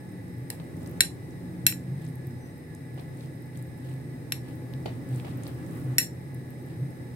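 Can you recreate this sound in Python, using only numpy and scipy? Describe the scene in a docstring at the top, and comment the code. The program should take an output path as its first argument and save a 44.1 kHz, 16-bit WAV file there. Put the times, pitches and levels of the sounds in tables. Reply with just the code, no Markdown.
"""A small kitchen, with the microphones close to a hand-held glass bowl of dressed salad.
A steel spoon folds the salad and clinks on the glass: noise cracks with decaying sines for the bowl's
modes, which the food damps quickly and the kitchen carries on. Wet shreds tick, crackle and scrape in
short noise bursts under the strokes, with dull knocks and thin squeaks. Behind lie the low wavering
hum and hiss of a fan or motor, made of wandering sines and coloured noise."""
import sys
import numpy as np
from scipy import signal
from scipy.fft import rfft, irfft, next_fast_len
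from scipy.io import wavfile
from scipy.ndimage import uniform_filter1d, map_coordinates

SR = 44100
rng = np.random.default_rng(int(sys.argv[2]) if len(sys.argv) > 2 else 0)


def waveform_to_disk(signal):
    """Save audio, clipped to [-1, 1], as 16-bit WAV at the path in sys.argv[1]."""
    frames = np.transpose(np.atleast_2d(signal))
    scaled = np.clip(frames, -1, 1) * 32767
    samples = np.round(scaled).astype(np.int16)
    wavfile.write(sys.argv[1], SR, samples)


N = 315315  # length in samples


def amp(db):
    """Decibels to gain."""
    return 10 ** (np.asarray(db) / 20)


def unit(x):
    """x at rms 1."""
    return x / np.sqrt(np.mean(x ** 2) + 1e-20)


def along(points, hz):
    """(Hz, value) points read on a log frequency axis."""
    f, v = np.transpose(points)
    return np.interp(np.log(hz + 1), np.log(f + 1), v)


def curves(rows):
    """One value per sample for each column after the time."""
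    s, *cols = np.transpose(rows)
    return [np.interp(np.arange(N) / SR, s, c) for c in cols]


def wobble(rate, count=N):
    """A smooth random curve, rate knots a second."""
    knots = rng.standard_normal(int(count * rate / SR) + 4)
    return map_coordinates(knots, [np.arange(count) * rate / SR])


def bell(s, half_length):
    """A rounded rise and fall around time s, peak 1."""
    return np.exp(-((np.arange(N) / SR - s) / half_length) ** 2)


def fade(t, t60):
    """Free decay, 60 dB down after t60 seconds."""
    return np.exp(-np.log(1000) * t / t60)


def tone(hz):
    """A sine of rms 1 that follows a pitch curve from a random phase."""
    cycles = np.cumsum(hz) / SR + rng.random()
    return np.sqrt(2) * np.sin(2 * np.pi * cycles)


def filtered(x, response):
    """x times a response of frequency."""
    n = x.shape[-1]
    m = next_fast_len(n + SR // 10)  # padded so that the end does not wrap onto the start
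    hz = np.fft.rfftfreq(m, 1 / SR)
    return irfft(rfft(x, m) * response(hz), m)[..., :n]


def add(track, s, sound):
    """Mix a stereo sound into the track at time s."""
    part = track[:, round(s * SR):][:, :sound.shape[-1]]
    part += sound[:, :part.shape[-1]]


# How alike the two microphones hear wide noise.
# Each row: frequency in Hz, left-right likeness from -1 to 1.
LIKENESS = [(30, 0.81), (70, 1), (130, 0.72), (300, 0.9), (550, 0.44), (900, -0.16), (2500, 0.059),
            (15000, -0.16)]


def rush(level_db):
    """Stereo noise of rms 1 with the given spectrum, near mono in the bass."""
    def mid_side(hz):
        turn = np.arccos(np.clip(along(LIKENESS, hz), -1, 1)) / 2
        return amp(level_db(hz)) * np.array([np.cos(turn), np.sin(turn)])

    mid, side = filtered(rng.standard_normal((2, N)), mid_side)
    return unit(np.array([mid + side, mid - side]))


# How long the kitchen holds each pitch. 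Each row: frequency in Hz, t60 in seconds.
KITCHEN_T60 = [(300, 0.11), (2000, 0.15), (7000, 0.2), (14000, 0.16)]


def in_kitchen(x, room_db):
    """x followed by the short answer of the walls, decaying noise which favours no pitch."""
    hz, t, z = signal.stft(rng.standard_normal((2, SR // 3)), SR, nperseg=256)
    decay = fade(t, along(KITCHEN_T60, hz)[:, None])
    build_up = 1 - np.exp(-t / 0.0068)
    tail = signal.istft(z * decay * build_up, SR, nperseg=256)[1]
    # level the spectrum in bands 70 Hz wide
    answer = rfft(tail, SR)
    band_power = uniform_filter1d(np.abs(answer) ** 2, size=70)
    tail = irfft(answer / np.sqrt(band_power), SR)[:, :SR // 3]
    tail /= np.linalg.norm(tail[0])
    return x + amp(room_db) * signal.fftconvolve(x, tail, axes=1)[:, :x.shape[-1]]


# Slow swell shared by the rumble and the rustle, before each widens its swings and sets its level.
# Each row: time in seconds, level in dB.
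SWELL_LEVEL = [(0.4, -46.5), (0.93, -41), (1.15, -44.5), (1.45, -44), (1.9, -45.5), (2.3, -45.5),
               (2.68, -48.5), (3.15, -45), (3.5, -47.5), (5.25, -41), (5.95, -40.5), (6.08, -45.5),
               (6.6, -44.5)]


def follow(grows):
    """The slow swell in dB, its swings around the mean multiplied by the factor grows."""
    swell_db, = curves(SWELL_LEVEL)
    return swell_db.mean() + grows * (swell_db - swell_db.mean())


# Spectrum of the low rumble. Each row: frequency in Hz, relative level in dB per Hz.
RUMBLE_SPECTRUM = [(25, -30), (55, -16), (72, -2.5), (100, 5.5), (180, 4), (210, -6), (245, 4), (345, 0),
                   (410, -7.5), (530, -8), (620, -16), (850, -16), (1000, -25), (2500, -38.5)]
# Spectrum of the hiss under its resonances. Each row: frequency in Hz, relative level in dB per Hz.
HISS_SPECTRUM = [(200, -11.5), (1000, 20.5), (1350, 7.5), (1800, 14), (2400, 8), (3200, -4), (4400, -3.5),
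                 (7000, -11), (8500, -0.5), (10300, -2), (12000, 1), (15600, -16), (16000, -38)]
# Resonances in the hiss. Each row: centre in Hz, width in Hz, height in dB.
HISS_RESONANCES = [(885, 220, -25), (1970, 235, 6), (3850, 450, 10.5), (5135, 128, 18), (8530, 490, 11.5)]
LEFT_LAG_S = 0.000446  # the direct sound of the fan reaches the left microphone later


def hiss_colour(hz):
    """Spectrum of the hiss in dB: a broad slope with resonant peaks that make it slightly hollow."""
    peaks = sum(db / (1 + (2 * (hz - centre) / width) ** 2) for centre, width, db in HISS_RESONANCES)
    return along(HISS_SPECTRUM, hz) + peaks


def air(rumble_db=4, hiss_db=-59, direct_db=-5):
    """Moving air: a slowly swelling rumble and a steady hiss, partly heard straight from the fan."""
    rumble = rush(lambda hz: along(RUMBLE_SPECTRUM, hz))
    rumble = amp(follow(grows=0.73) + rumble_db) * rumble
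    lags = LEFT_LAG_S * np.array([[1], [0]])
    direct = filtered(rush(hiss_colour)[0], lambda hz: np.exp(-2j * np.pi * hz * lags))
    return rumble + amp(hiss_db) * (rush(hiss_colour) + amp(direct_db) * direct)


# Slow level of the hum, before hum_db, surges and flutter. Each row: time in seconds, level in dB.
HUM_LEVEL = [(1.4, -48.5), (2.28, -37), (2.65, -58), (2.92, -38.5), (3.4, -44), (5.4, -37.5), (6.3, -41.5)]
# Brief swells of the hum. Each row: middle in seconds, rise in dB.
HUM_SURGES = [(0.43, 11), (1.66, 10.5), (1.9, 8), (3.63, 8), (3.95, 12), (4.33, 3), (4.53, 4), (4.77, 5.5),
              (5.13, 5.5), (5.92, 14.5), (6.84, 10)]
SURGE_HALF_S = 0.06


def hum(hum_hz=128, waver_hz=5, hum_db=-1, flutter_db=3):
    """An unsteady low sine whose pitch wavers; it slowly rises and falls, and surges now and then."""
    slow_db, = curves(HUM_LEVEL)
    surge_db = sum(db * bell(s, SURGE_HALF_S) for s, db in HUM_SURGES)
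    level_db = slow_db + hum_db + surge_db + flutter_db * wobble(22)
    return amp(level_db) * tone(hum_hz + waver_hz * wobble(20))


# Low tones that come and go, gliding like distant engines, before flutter and waver.
# Each row: start in seconds, end in seconds, first pitch in Hz, last pitch in Hz, level in dB.
DRONE_GLIDES = [(-0.15, 0.47, 194, 172, -48), (0.5, 1.14, 157, 170.7, -42), (1.25, 2.1, 172, 191, -44),
                (1.201, 1.89, 334, 303.2, -50.5), (1.78, 2.27, 151, 164.5, -40),
                (2.45, 6.65, 158, 155.3, -49), (6.618, 6.97, 153, 169.3, -38)]
DRONE_FADE_S = 0.14


def drones(waver_hz=2, flutter_db=2.0):
    """Low sines that fade in, glide in pitch with a slight waver and fade out."""
    t, out = np.arange(N) / SR, np.zeros(N)
    for start, end, first_hz, last_hz, db in DRONE_GLIDES:
        present = np.clip(np.minimum(t - start, end - t) / DRONE_FADE_S, 0, 1)
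        hz = np.interp(t, [start, end], [first_hz, last_hz]) + waver_hz * wobble(18)
        out += present * amp(db + flutter_db * wobble(13)) * tone(hz)
    return out


# Faint, blurred motor tones. Each row: pitch in Hz, width in Hz, level in dB.
MOTOR_TONES = [(846.6, 25.5, -63), (1703, 5.9, -65), (1979, 19, -66)]


def whine():
    """The motor's faint tones, each a narrow band of noise."""
    out = np.zeros((2, N))
    for hz, width, db in MOTOR_TONES:
        out += amp(db) * rush(lambda f: -20 * np.log10(1 + ((f - hz) / width) ** 2))
    return out


def snap(hz, t60, octaves=0.29):
    """A film of dressing breaks: a few milliseconds of noise around one pitch, peak 1."""
    t = np.arange(SR // 40) / SR
    noise = rng.standard_normal((2, len(t)))
    band = filtered(noise, lambda f: 1 / (1 + (np.log2((f + 1) / hz) / octaves) ** 2))
    burst = band * fade(t, t60) * (1 - np.exp(-t / 0.00016))
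    return burst / np.abs(burst).max()


# The loudest films of dressing snapping, close to the microphones.
# Each row: start in seconds, peak in dB before tick_db and the room, pitch in Hz.
FILM_SNAPS = [(0.599, -46.5, 3100), (0.8305, -48, 8640), (0.8609, -46, 5150), (0.8737, -41, 8500),
              (0.9133, -44, 14000), (2.05, -45, 8700), (2.065, -49, 5060), (2.155, -41.5, 12300),
              (2.27, -38, 15300), (2.749, -40.5, 8550), (2.997, -44, 3900), (3.208, -47, 4350),
              (3.573, -39.5, 8950), (3.625, -39.5, 10800), (4.737, -43, 3350), (5.1604, -40.5, 8850),
              (5.199, -41.5, 2600), (5.373, -44, 13500), (5.435, -38.5, 8360), (5.467, -41, 3840),
              (5.478, -37, 14500), (6.346, -41.5, 11300), (6.505, -44, 12700)]
# The fine crackle: weakest snap, range above it, and density between strokes (1 at a stroke's peak).
CRACKLE_DB, CRACKLE_SPREAD_DB, IDLE_SHARE = -53, 12, .08


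def salad(tick_db=4.5, rustle_db=-31, count=200):
    """Single wet ticks over a fine crackle that gathers in the strokes, and a soft noise rustle."""
    out = np.zeros((2, N))
    for s, db, hz in FILM_SNAPS:
        add(out, s, amp(db + tick_db) * snap(hz, t60=.011, octaves=.35))
    # most films break under the spoon
    density = IDLE_SHARE + sum(bell(s, length) for s, length, *_ in SPOON_STROKES)
    effort = np.cumsum(density)
    for when, pitch, size in rng.random((count, 3)):
        s = np.searchsorted(effort, when * effort[-1]) / SR
        hz = 7000 + 8000 * pitch
        snap_db = CRACKLE_DB + CRACKLE_SPREAD_DB * size ** 3  # strong snaps are rare
        add(out, s, amp(snap_db) * snap(hz, t60=.008))
    ticks = in_kitchen(out, room_db=-11)
    # each pair: frequency in Hz, relative level in dB per Hz
    rustle_spectrum = [(400, -15.0), (1100, 22), (3000, 8), (7000, -16.0), (9000, 0.0),
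                       (13000, -4.0), (16000, -26.0)]
    rustle = rush(lambda hz: along(rustle_spectrum, hz))
    level_db = follow(grows=4.5) + rustle_db + 2.0 * wobble(18)
    return ticks + amp(level_db) * rustle


# The loaded glass bowl, nine main modes and then the minor ones.
# Each row: pitch in Hz, t60 in seconds before the sustain factor.
BOWL_MODES = [(1590, .05), (1895, .035), (2700, .12), (4040, .05), (5555, .06), (7275, .06), (9190, .04),
              (11295, .055), (13610, .04), (1750, .025), (2330, .025), (4170, .028), (4400, .02),
              (5250, .025), (8330, .025), (10000, .04), (10550, .025), (12240, .03), (14200, .025)]
# How strongly the main modes speak on average: one level in dB for each.
MAIN_MODE_DB = [-11.5, 3, -6.5, 0, 0.8, 4, 4, 4.7, -1.5]
NODE_DB = 5.5  # a mode gains this much when struck on a crest and loses as much near a node


def bowl_modes(ring_db, tilt_db, place):
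    """Main mode levels in dB for one contact: bending waves shorten as root Hz, so nodes differ."""
    hz = np.array(BOWL_MODES)[:len(MAIN_MODE_DB), 0]
    crest = np.cos(2 * np.pi * place * np.sqrt(hz / 1000))
    octaves = np.log2(hz / 4000)
    return np.array(MAIN_MODE_DB) + ring_db + tilt_db * octaves + NODE_DB * crest


# Spoon on glass, close to the microphones.
# Each row: start in seconds, level of the first 5 ms in dB before the room, brightness of the crack in
# dB per octave, room in dB, ring in dB, brightness of the ring in dB per octave, place on the wall in
# bending wavelengths at 1 kHz, t60 of the crack in seconds.
SPOON_CLINKS = [(0.502, -29, 5, -11.5, -13, 0, 3.55, 0.01), (1.0060, -10, -1.5, -11, 3, -1.1, 3.96, 0.014),
                (1.6657, -10, 1.8, -9.5, -5.8, 3.7, 2.455, 0.009),
                (1.724, -36, -6, -16, -10, -4, 3.58, .012),
                (4.3213, -22.5, -1, -12.5, -3.5, -2.4, 3.87, 0.012),
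                (5.9826, -12.5, 2, -6.5, 2, 0, 3.8, 0.012)]
# Spectrum of the contact itself, before its brightness. Each row: frequency in Hz, relative dB per Hz.
CRACK_SPECTRUM = [(300, -12), (1000, -9), (1300, -8.5), (1650, 3.5), (2350, 7.5), (3100, 4), (4400, 3),
                  (6400, -4.5), (8500, 9), (12000, 1), (14200, -0.5), (16000, -12)]
# Each main mode radiates towards one side: left minus right in dB, one value for each.
MAIN_MODE_PAN_DB = [-1.5, 3, 1, -3, 1, -1.5, 2, 3.5, -1]


def clinks(crack_db=11, rise_s=0.00054, minor_db=-8, sustain=0.63):
    """Each contact cracks and rings the bowl; where it lands decides which modes speak most."""
    out, t = np.zeros((2, N)), np.arange(SR // 3) / SR
    hz, t60 = np.transpose(BOWL_MODES)[:, :, None]
    minor_count = len(BOWL_MODES) - len(MAIN_MODE_DB)
    pan_db = np.pad(MAIN_MODE_PAN_DB, (0, minor_count))[:, None]
    sides = amp([pan_db / 2, -pan_db / 2])
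    for s, db, bright_db, room_db, ring_db, tilt_db, place, crack_t60 in SPOON_CLINKS:
        modes_db = [*bowl_modes(ring_db, tilt_db, place)] + [minor_db] * minor_count
        gain = amp(modes_db)[:, None]
        # the two microphones face different lobes of a mode and hear it a quarter cycle apart
        left = 2 * np.pi * rng.random(hz.shape)
        right = left + np.pi / 2 * rng.choice([-1, 1], hz.shape)
        waves = np.sin(2 * np.pi * hz * t + np.array([left, right]))
        ring = np.sum(sides * gain * fade(t, sustain * t60) * waves, axis=1)
        noise = rng.standard_normal((2, len(t)))
        crack = unit(filtered(noise, lambda f: amp(
            along(CRACK_SPECTRUM, f) + bright_db * np.log2(f / 1000 + 1))))
        hit = ring + amp(crack_db) * crack * fade(t, crack_t60)
        hit = hit * (1 - np.exp(-t / rise_s))
        attack_rms = hit[:, t < .005].std()
        add(out, s, in_kitchen(amp(db) * hit / attack_rms, room_db))
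    return out


# Dull knocks. Each row: start in seconds, relative level in dB.
DULL_KNOCKS = [(0.502, -41.5), (0.599, -45.5), (2.975, -42.5), (4.858, -34.5), (5.246, -36.5)]
# Spectrum of a knock. Each row: frequency in Hz, relative level in dB per Hz.
KNOCK_SPECTRUM = [(150, -12), (400, 11.5), (800, 9), (1400, -6), (2200, -3), (4400, -9), (6000, -19.5),
                  (16000, -29)]


def knocks(knock_db=-9.0, t60=0.31, grain_db=4):
    """Dull, cushioned knocks of noise: a soft push and a grainy tail that lingers in the room."""
    out, t = np.zeros((2, N)), np.arange(SR // 3) / SR
    push = 2.8 * fade(t, .04)
    for s, db in DULL_KNOCKS:
        noise = rng.standard_normal((2, len(t)))
        body = filtered(noise, lambda hz: amp(along(KNOCK_SPECTRUM, hz)))
        body = unit(body * amp(grain_db * wobble(320, count=len(t))))
        add(out, s, amp(db + knock_db) * body * (push + fade(t, t60)))
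    return in_kitchen(out, room_db=-4)


# The spoon pushes through the shreds, close to the microphones.
# Each row: middle in seconds, half length in seconds, level in dB, brightness in dB per octave.
SPOON_STROKES = [(0.86, .1, -53, -7), (2.042, .06, -57.5, 3), (2.997, .05, -55, -1), (3.224, .06, -58.5, 6),
                 (3.582, .04, -57, 2), (3.892, 0.069, -55, 2.5), (4.489, .05, -55, 2),
                 (5.162, .06, -54.5, 8), (5.293, .04, -53.5, 3), (5.47, .05, -51.5, 3),
                 (5.751, .12, -57.5, 14), (6.719, .05, -56.5, -0.5)]
# Shreds rubbing on steel and glass, before the brightness of the stroke.
# Each row: frequency in Hz, relative level in dB per Hz.
SCRAPE_SPECTRUM = [(200, 6), (600, 16), (1300, -0.5), (2500, 0.5), (4300, -4), (6500, -19), (8500, -8.5),
                   (13000, -27), (16000, -24)]


def scrapes(grain_db=4, grain_rate=700):
    """Each stroke drags the shreds over the glass in a run of tiny slips: noise of uneven level."""
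    out, t = np.zeros((2, N)), np.arange(-SR // 4, SR // 4) / SR
    for s, length, db, bright_db in SPOON_STROKES:
        noise = rng.standard_normal((2, len(t)))
        rub = filtered(noise, lambda hz: amp(
            along(SCRAPE_SPECTRUM, hz) + bright_db * np.log2(hz / 1000 + 1)))
        slips = amp(grain_db * wobble(grain_rate, count=len(t)))
        add(out, s + t[0], amp(db) * unit(rub * slips) * np.exp(-(t / length) ** 2))
    return out


# The spoon's edge catching on the glass.
# Each row: middle in seconds, half length in seconds, level in dB before the uneven catching,
# pitch at the middle in Hz before its waver.
EDGE_SQUEAKS = [(2.45, .05, -68, 5980), (6.68, .008, -62, 4950)]
SQUEAK_SAG_HZ_PER_S = 650


def squeak(octave_db=-12, waver=.006, catch_db=5):
    """The spoon's edge sings thinply as it slides on the glass, catching unevenly, sagging in pitch."""
    out, t = np.zeros((2, N)), np.arange(-SR // 10, SR // 10) / SR
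    for s, length, db, pitch_hz in EDGE_SQUEAKS:
        hz = pitch_hz * (1 + waver * wobble(250)[:len(t)]) - SQUEAK_SAG_HZ_PER_S * t
        grip = amp(db + catch_db * wobble(82)[:len(t)]) * np.exp(-(t / length) ** 2)
        song = tone(hz) + amp(octave_db) * tone(2 * hz)
        add(out, s + t[0], (grip * song)[None])
    return out


def scene():
    """The bowl close by, the kitchen around it."""
    background = air() + hum() + drones() + whine()
    bowl = salad() + clinks() + knocks() + scrapes() + squeak()
    return background + bowl


TOP_HZ = 16050  # band limit of the recorder


def record(dry):
    """The recorder rounds off peaks near full scale and cuts steeply above its band limit."""
    limited = dry / (1 + np.abs(dry / .92) ** 6) ** (1 / 6)
    return filtered(limited, lambda hz: 1 / np.sqrt(1 + (hz / TOP_HZ) ** 160))


dry = scene()
out = record(dry)
waveform_to_disk(out)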